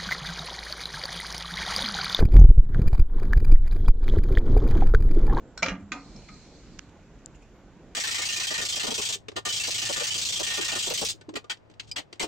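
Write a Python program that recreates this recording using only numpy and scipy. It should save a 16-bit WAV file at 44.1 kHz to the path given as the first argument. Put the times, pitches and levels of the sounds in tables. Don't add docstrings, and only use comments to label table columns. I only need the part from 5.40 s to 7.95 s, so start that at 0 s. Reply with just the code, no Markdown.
import sys
import numpy as np
from scipy import signal
from scipy.fft import rfft, irfft, next_fast_len
from scipy.io import wavfile
from scipy.ndimage import uniform_filter1d, map_coordinates

SR = 44100
rng = np.random.default_rng(int(sys.argv[2]) if len(sys.argv) > 2 else 0)


def invert_db(x):
    u = np.asarray(x, float) / 20
    return 10 ** u


def waveform_to_disk(signal):
    frames = np.transpose(np.atleast_2d(signal))
    scaled = np.clip(frames, -1, 1) * 32767
    samples = np.round(scaled).astype(np.int16)
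    wavfile.write(sys.argv[1], SR, samples)


N = 112454

# pitch_hz, level_db
TOWN_SPECTRUM = [(12, -59.5), (24, -3.5), (48, 1), (70, -7.5), (141, -6.5), (190, -6), (300, -8.5),
                 (489, -15), (1500, -27), (1950, -70), (3300, -120)]
# pitch_hz, level_db
AIR_SPECTRUM = [(800, -34.5), (1500, 5.5), (3000, -1.5), (5000, -6.5), (7300, -4), (8000, -7), (10500, 8.5),
                (15000, 1.5)]
# start_s (middle), spread_s, level_db
BIRD_CALLS = [
    (.09, 0.09, -77),
    (.45, 0.068, -79.5),
    (1.67, 0.038, -83),
    (1.91, 0.023, -78),
]
# start_s, peak_db, crack_share, brightness_db_per_octave
RIM_HITS = [
    (.1745, -39.5, 0.3, -11.5),
    (0.1765, -24.5, 0.47, 2.5),
    (.183, -38.5, .2, 1),
    (.19, -39, .3, -6.5),
]
# pitch_hz, level_db, t60_s
RIM_MODES = [(1315, -13, 0.074), (1510, -5.5, 0.054), (2400, -10, 0.026), (3430, -12, 0.05),
             (4190, -4, 0.062), (5490, -1, 0.025), (6546, -14, .05), (7900, -5, .03), (13800, 0, 0.021)]
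# start_s, level_db, pitch_hz, t60_s
PANEL_PUSHES = [(.222, -39, 181, 0.45), (.226, -39.5, 250, 0.24), (.245, -38, 538, .2),
                (.265, -43.5, 96, 0.28), (.278, -31, 279, .12), (.3, -42.5, 421, 0.11),
                (.3, -37.5, 46, 0.24), (.315, -30, 185, 0.21), (0.339, -38, 273, 0.15),
                (0.377, -35, 193, 0.11), (.4, -42.5, 273, .15), (.41, -44.5, 201.3, 0.65),
                (0.421, -43, 86.5, .2), (.51, -40, 190, 0.12), (0.514, -39, 316, 0.083),
                (0.519, -37.5, 240, 0.11), (.55, -41.5, 285.2, 0.38), (0.589, -46.5, 170, 0.096),
                (.74, -47, 199.2, 0.32), (0.899, -45.5, 194, 0.24)]
# start_s, peak_db, crack_share, brightness_db_per_octave
SLOT_HITS = [(0.2237, -21, 1.2, -2), (.2345, -28, 1, 10), (.238, -26, .5, 3.5), (.243, -34, 1, -8),
             (0.251, -30, .6, -7), (0.2605, -19.5, 1, -0.5), (.2635, -28, .6, -1), (.2712, -31, 1, -1),
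             (.2835, -19, 0.66, 2.5), (.294, -27.5, 1, -2.5), (.304, -28.5, 0.37, -1.5),
             (.316, -33, 0.37, -5.5), (.326, -35, .4, -6), (.338, -41, 0.5, -3.5), (.352, -40, .4, 0.5)]
# pitch_hz, level_db, t60_s
SLOT_MODES = [(538, -10, 0.07), (671, -3.5, 0.04), (923, -8.5, 0.048), (1204, -4, 0.061), (1391, -5, 0.054),
              (1639, -4.5, 0.046), (1894, -4, 0.05), (2080, -1, 0.039), (2380, -1, 0.047),
              (2824, -8.5, 0.091), (3280, -12.5, 0.063), (4100, -14, 0.082), (5320, -18, .04),
              (5900, -14, .04)]
# start_s, peak_db, crack_share, brightness_db_per_octave
HARD_BLOW = [
    (.2290, -8.5, 0.65, 0),
]
# pitch_hz, level_db, t60_s
LUG_MODES = [(566, -24, 0.039), (676, -2.5, 0.03), (906, -10, .06), (1360, -13.5, 0.067),
             (1410, -10.5, 0.028), (1897, -21, .04), (2120, -6, 0.045), (2294, 1.5, 0.032),
             (2350, -9, 0.029), (2760, -22, .035), (4090, -11, .07), (4630, -23, 0.027),
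             (5100, -15.5, 0.069), (6611, -25, .04)]
# pitch_hz, level_db, t60_s
BASKET_MODES = [(9380, 4.5, .12), (10500, -4.5, .06), (11100, 4, .08), (11900, 2, .07), (12800, 1.5, .1),
                (13700, -5, .06), (14600, -4, .04)]
# start_s (middle), spread_s, level_db
SKIN_MOVES = [
    (.405, 0.027, -58),
    (1.5, 0.017, -62.5),
    (1.80, 0.037, -69),
    (1.955, 0.011, -56.5),
    (2.03, 0.066, -62),
]
# pitch_hz, level_db
SKIN_SPECTRUM = [(1200, -14), (2500, 10), (4000, -8), (7000, 3.5), (10000, 16.5), (14000, 10)]
# start_s, level_db
SLIDE_PRESSURE = [(0.519, -58), (0.62, -59.5), (0.768, -56), (.95, -55.5), (1.1, -61.5), (1.34, -60),
                  (1.43, -68), (1.55, -83)]
# pitch_hz, width_hz, level_db
GASKET_BANDS = [(2340, 250, -2), (4210, 310, 3.5), (5360, 310, -1.5), (6340, 800, -7.5), (9050, 1400, 1)]
# start_s (middle), spread_s, pitch_hz, width_hz, level_db
HAND_SQUEAK = (2.16, .06, 12200, 600, -56)
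# start_s, peak_db, crack_share, brightness_db_per_octave
SEAT_HITS = [
    (0.5195, -16, 0.35, -0.7),
    (.5252, -23.5, 0.23, -9.5),
    (0.531, -35, 0.32, -4),
    (.538, -40, 0.55, 0),
    (0.548, -41, .4, 3),
    (0.564, -44, .4, -6),
    (0.8878, -44, 0.5, 6),
]
# pitch_hz, level_db, t60_s
SEAT_MODES = [(1255, -0.5, 0.078), (1310, -12, 0.07), (1498, 0.5, 0.032), (1760, -0.5, 0.022),
              (1920, -1.5, .05), (2110, -1, 0.044), (2398, 13, 0.013), (2550, -20, 0.056),
              (3080, -16, 0.0098), (3480, 1.5, 0.025), (3878, -4.5, .07), (4670, -9, 0.033),
              (6260, 1.5, 0.027), (6970, -2.5, 0.032)]
# start_s, peak_db
HANDLE_KNOCKS = [
    (.524, -38.5),
    (.536, -33),
    (.547, -33.5),
    (.558, -36),
    (.567, -38),
    (.58, -54),
    (0.754, -46),
    (.79, -45),
]
# pitch_hz, level_db, t60_s
HANDLE_MODES = [(410, -6, 0.052), (552, -1, 0.05), (741, 6.5, 0.046), (880, -5, 0.052), (977, -2, 0.06),
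                (1144, 0, 0.039), (1373, -3, .05)]
# start_s, peak_db, pitch_hz, t60_s
CATCHES = [(0.7628, -40, 5360, 0.027), (0.821, -51, 2970, 0.027), (0.886, -44, 2147, 0.074),
           (.888, -44.5, 2400, 0.046), (0.89, -44.5, 1243, .12), (0.941, -45, 6000, .02),
           (1.4937, -56, 3860, 0.022), (1.79, -58, 6000, 0.018), (1.947, -51, 2610, .03),
           (1.954, -51.5, 6970, 0.039), (2.024, -54.5, 2530, 0.052), (2.03, -59, 5540, 0.037)]
TICK_TIMES = [1.389, 1.3883, 1.3922, 1.3929, 1.3918, 1.86]
# pitch_hz, peak_db, decay_cycles, left_over_right_db
TICKS = [
    (6500, -36, 1.5, -23),
    (2830, -44, 0.73, -6),
    (5880, -25.5, 1.45, -32),
    (2780, -31, 1.8, -36),
    (1670, -31.5, 1.6, -35),
    (7720, -23.5, 3.6, 16),
]
# pitch_hz, level_db
CRACK_SPECTRUM = [(300, -10.5), (900, -5.5), (2200, -6), (3300, -6.5), (6500, -5), (8600, -20.5),
                  (10500, -4), (14000, -2.5)]
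# pitch_hz, left_right_likeness
PORT_LIKENESS = [(40, 0.91), (90, 0.83), (160, 1), (900, 0.94), (2500, 0.82), (4300, .05), (9000, 0.046)]
# pitch_hz, t60_s
KITCHEN_DECAY = [(200, 0.39), (1500, 0.3), (4000, 0.13), (8000, 0.14)]
# pitch_hz, level_db
MIC_RESPONSE = [(20, 5), (7400, 3), (8200, -12), (9600, -25), (10300, -29.5), (15000, -32)]


def unit(x):
    return x / np.sqrt(np.mean(x ** 2) + 1e-20)


def along(points, hz):
    f, v = np.transpose(points)
    return np.interp(np.log(hz + 1), np.log(f + 1), v)


def wobble(rate):
    knots = rng.standard_normal(int(N * rate / SR) + 4)
    return map_coordinates(knots, [np.arange(N) * rate / SR])


def filtered(x, response):
    m = next_fast_len(N + SR // 2)
    return irfft(rfft(x, m) * response(np.fft.rfftfreq(m, 1 / SR)), m)[..., :N]


def above(x, low_hz):
    return signal.sosfilt(signal.butter(4, low_hz, "high", fs=SR, output="sos"), x)


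def swells(rows):
    t = np.arange(N) / SR
    return sum(invert_db(db) * np.exp(-((t - s) / spread) ** 2) for s, spread, db in rows)


def rush(gain, patchy_db):
    z = signal.stft(rng.standard_normal((2, N)), nperseg=512)[2]
    field = uniform_filter1d(rng.standard_normal(z.shape[1:]), 6, 0)
    field = uniform_filter1d(field, 14, 1)
    pair = signal.istft(z * invert_db(patchy_db * unit(field)), nperseg=512)[1][:, :N]

    def mid_side_gain(hz):
        turn = np.arccos(np.clip(along(PORT_LIKENESS, hz), -1, 1)) / 2
        return gain(hz) * np.array([np.cos(turn), np.sin(turn)])

    mid, side = filtered(pair, mid_side_gain)
    return unit(np.array([mid + side, mid - side]))


def struck(hits, modes, attack_s, rough, scatter_db=1.5):
    longest_t60, crack_t60 = 0.15, 0.024
    out, t = np.zeros(N + SR), np.arange(SR // 4) / SR
    noise = unit(filtered(rng.standard_normal(N), lambda hz: invert_db(along(CRACK_SPECTRUM, hz))))
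    hz, level, t60 = np.transpose(modes)[:, :, None]
    t60 = np.minimum(t60, longest_t60 * (2000 / hz) ** 0.5)
    for s, db, crack, tilt_db in hits:
        steps = rng.standard_normal((len(hz), len(t)))
        drift = np.cumsum(steps, 1) * rough * np.sqrt(hz / 2000) / 10
        tilt = tilt_db * np.log2(hz / np.median(hz))
        scatter = scatter_db * np.clip(rng.standard_normal(hz.shape), -1.5, 1.5)
        gain = invert_db(level + tilt + scatter)
        waves = gain * invert_db(-60 * t / t60) * np.sin(2 * np.pi * hz * t + drift)
        ring = waves.sum(0) / np.linalg.norm(gain)
        at = round(s * SR)
        burst = crack * invert_db(-60 * t / crack_t60) * np.roll(noise, -at)[:len(t)]
        out[at:at + len(t)] += invert_db(db - 4.5) * (ring + burst) * (1 - np.exp(-t / attack_s))
    return out[:N]


def background():
    town_gain = invert_db(-54.5 + 0.18 * wobble(2.79))
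    town = town_gain * rush(lambda hz: invert_db(along(TOWN_SPECTRUM, hz)), patchy_db=2.0)
    air_gain = invert_db(-66.5 + 5.5 + 1.0 * wobble(2.25))
    air = air_gain * rush(lambda hz: invert_db(along(AIR_SPECTRUM, hz)), patchy_db=-0.5)
    bird = swells(BIRD_CALLS) * rush(lambda hz: 1 / (1 + ((hz - 7470) / 150) ** 4), patchy_db=-0.5)
    return town + air + bird


def rim_ticks():
    waking = RIM_HITS[1:2] + HARD_BLOW + SLOT_HITS[::5] + SEAT_HITS[:1]
    soft = [(s, db - 16.5, 0, 0) for s, db, *_ in waking]
    sheen = struck(soft, BASKET_MODES, 0.0003, 0.14, 4)
    return struck(RIM_HITS, RIM_MODES, 0.00016, 0.7) + sheen


def case_boom():
    s, db, hz, t60 = np.transpose(PANEL_PUSHES)[:, :, None]
    t = np.maximum(np.arange(N) / SR - s, 0)
    rise_s, waver_rad = 0.0047, 1.4
    envelope = invert_db(db - 60 * t / t60) * (1 - np.exp(-t / rise_s))
    return (envelope * np.sin(2 * np.pi * hz * t + waver_rad * wobble(13.91))).sum(0)


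def slot_rattle():
    return struck(SLOT_HITS, SLOT_MODES, 0.0006, 0.7, 2.6)


def hard_blow():
    return struck(HARD_BLOW, LUG_MODES, 0.00038, 0.53)


def rustle():
    grains = invert_db(3.8 * wobble(180))
    return swells(SKIN_MOVES) * grains * rush(lambda hz: invert_db(along(SKIN_SPECTRUM, hz)), patchy_db=-0.5)


def gasket_noise(wide):
    def response(f):
        return np.sqrt(sum(invert_db(2 * g) / (1 + ((f - c) / (w * wide) * 2) ** 2) for c, w, g in GASKET_BANDS))

    return rush(response, patchy_db=2.2)


def slide():
    s, db = np.transpose(SLIDE_PRESSURE)
    t = np.arange(N) / SR
    pressure = invert_db(np.interp(t, s, db, left=-120, right=-120) + 0.85 * wobble(11.05))
    tight, loose = gasket_noise(1), gasket_noise(2.2)
    turn = np.interp(t, (1.0, 1.25), [0, np.pi / 2])
    rub = np.cos(turn) * tight + np.sin(turn) * loose
    at, spread, hz, width, level = HAND_SQUEAK
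    thin = rush(lambda f: 1 / (1 + ((f - hz) / width * 2) ** 4), patchy_db=-4.0)
    return pressure * rub + swells([(at, spread, level)]) * thin


def seating():
    home = above(struck(SEAT_HITS, SEAT_MODES, 0.0001, 0.7), 1220)
    catches = sum(struck([(s, db, 0.6, 0)], [(hz, 0, t60)], 0.00035, 0.98) for s, db, hz, t60 in CATCHES)
    return home + catches


def handle_settling():
    knocks = [(s, db, 0.3, 0) for s, db in HANDLE_KNOCKS]
    return struck(knocks, HANDLE_MODES, 0.0012, 0.7, 4)


def fingers():
    out, t = np.zeros((2, N)), np.arange(400) / SR
    for s, (hz, db, cycles, pan_db) in zip(TICK_TIMES, TICKS):
        tick = above(-np.sin(2 * np.pi * hz * t) * np.exp(-t * hz / cycles), hz * 0.53)
        port_db = np.minimum(0, [[pan_db], [-pan_db]])
        out[:, round(s * SR):][:, :len(t)] += invert_db(db + 5 + port_db) * tick
    return filtered(above(out, 1000), lambda hz: invert_db(16.5 * np.clip((hz - 7800) / 2500, 0, 1)))


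def kitchen(x):
    hz, t, z = signal.stft(rng.standard_normal((2, SR // 2)), SR, nperseg=256)
    z[1] *= np.tan(np.arccos(np.clip(along(PORT_LIKENESS, hz), 0, 1)) / 2)[:, None]
    decay = invert_db(-60 * t / along(KITCHEN_DECAY, hz)[:, None])
    mid, side = signal.istft(z * decay, SR, nperseg=256)[1]
    answer = [mid + side, mid - side] / np.linalg.norm(mid)
    delayed = np.pad(x, (150, 0))[None]
    return signal.fftconvolve(delayed, answer, axes=1)[:, :N]


def ports(x):
    def response(hz):
        turn = np.arccos(np.clip(along(PORT_LIKENESS, hz), 0, 1)) * np.sin(hz / 240) * 0.6
        return np.exp(1j * turn * np.array([[1], [-1]]))

    return filtered(x, response)


def scene():
    metal = [rim_ticks(), slot_rattle(), hard_blow(), seating(), handle_settling()]
    direct = ports(sum(metal) + case_boom())
    room = invert_db(-8) * sum(map(kitchen, metal))
    air = direct + room + slide() + rustle() + background()
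    left_db = -0.72
    return air * invert_db([[left_db], [-left_db]]) + fingers()


def roll_off(x):
    return signal.sosfilt(signal.butter(12, 15400, fs=SR, output="sos"), x)


def record(dry):
    mix = filtered(dry, lambda hz: invert_db(along(MIC_RESPONSE, hz)) * (hz < 15300))
    return roll_off(mix)


dry = scene()
out = record(dry)
waveform_to_disk(out)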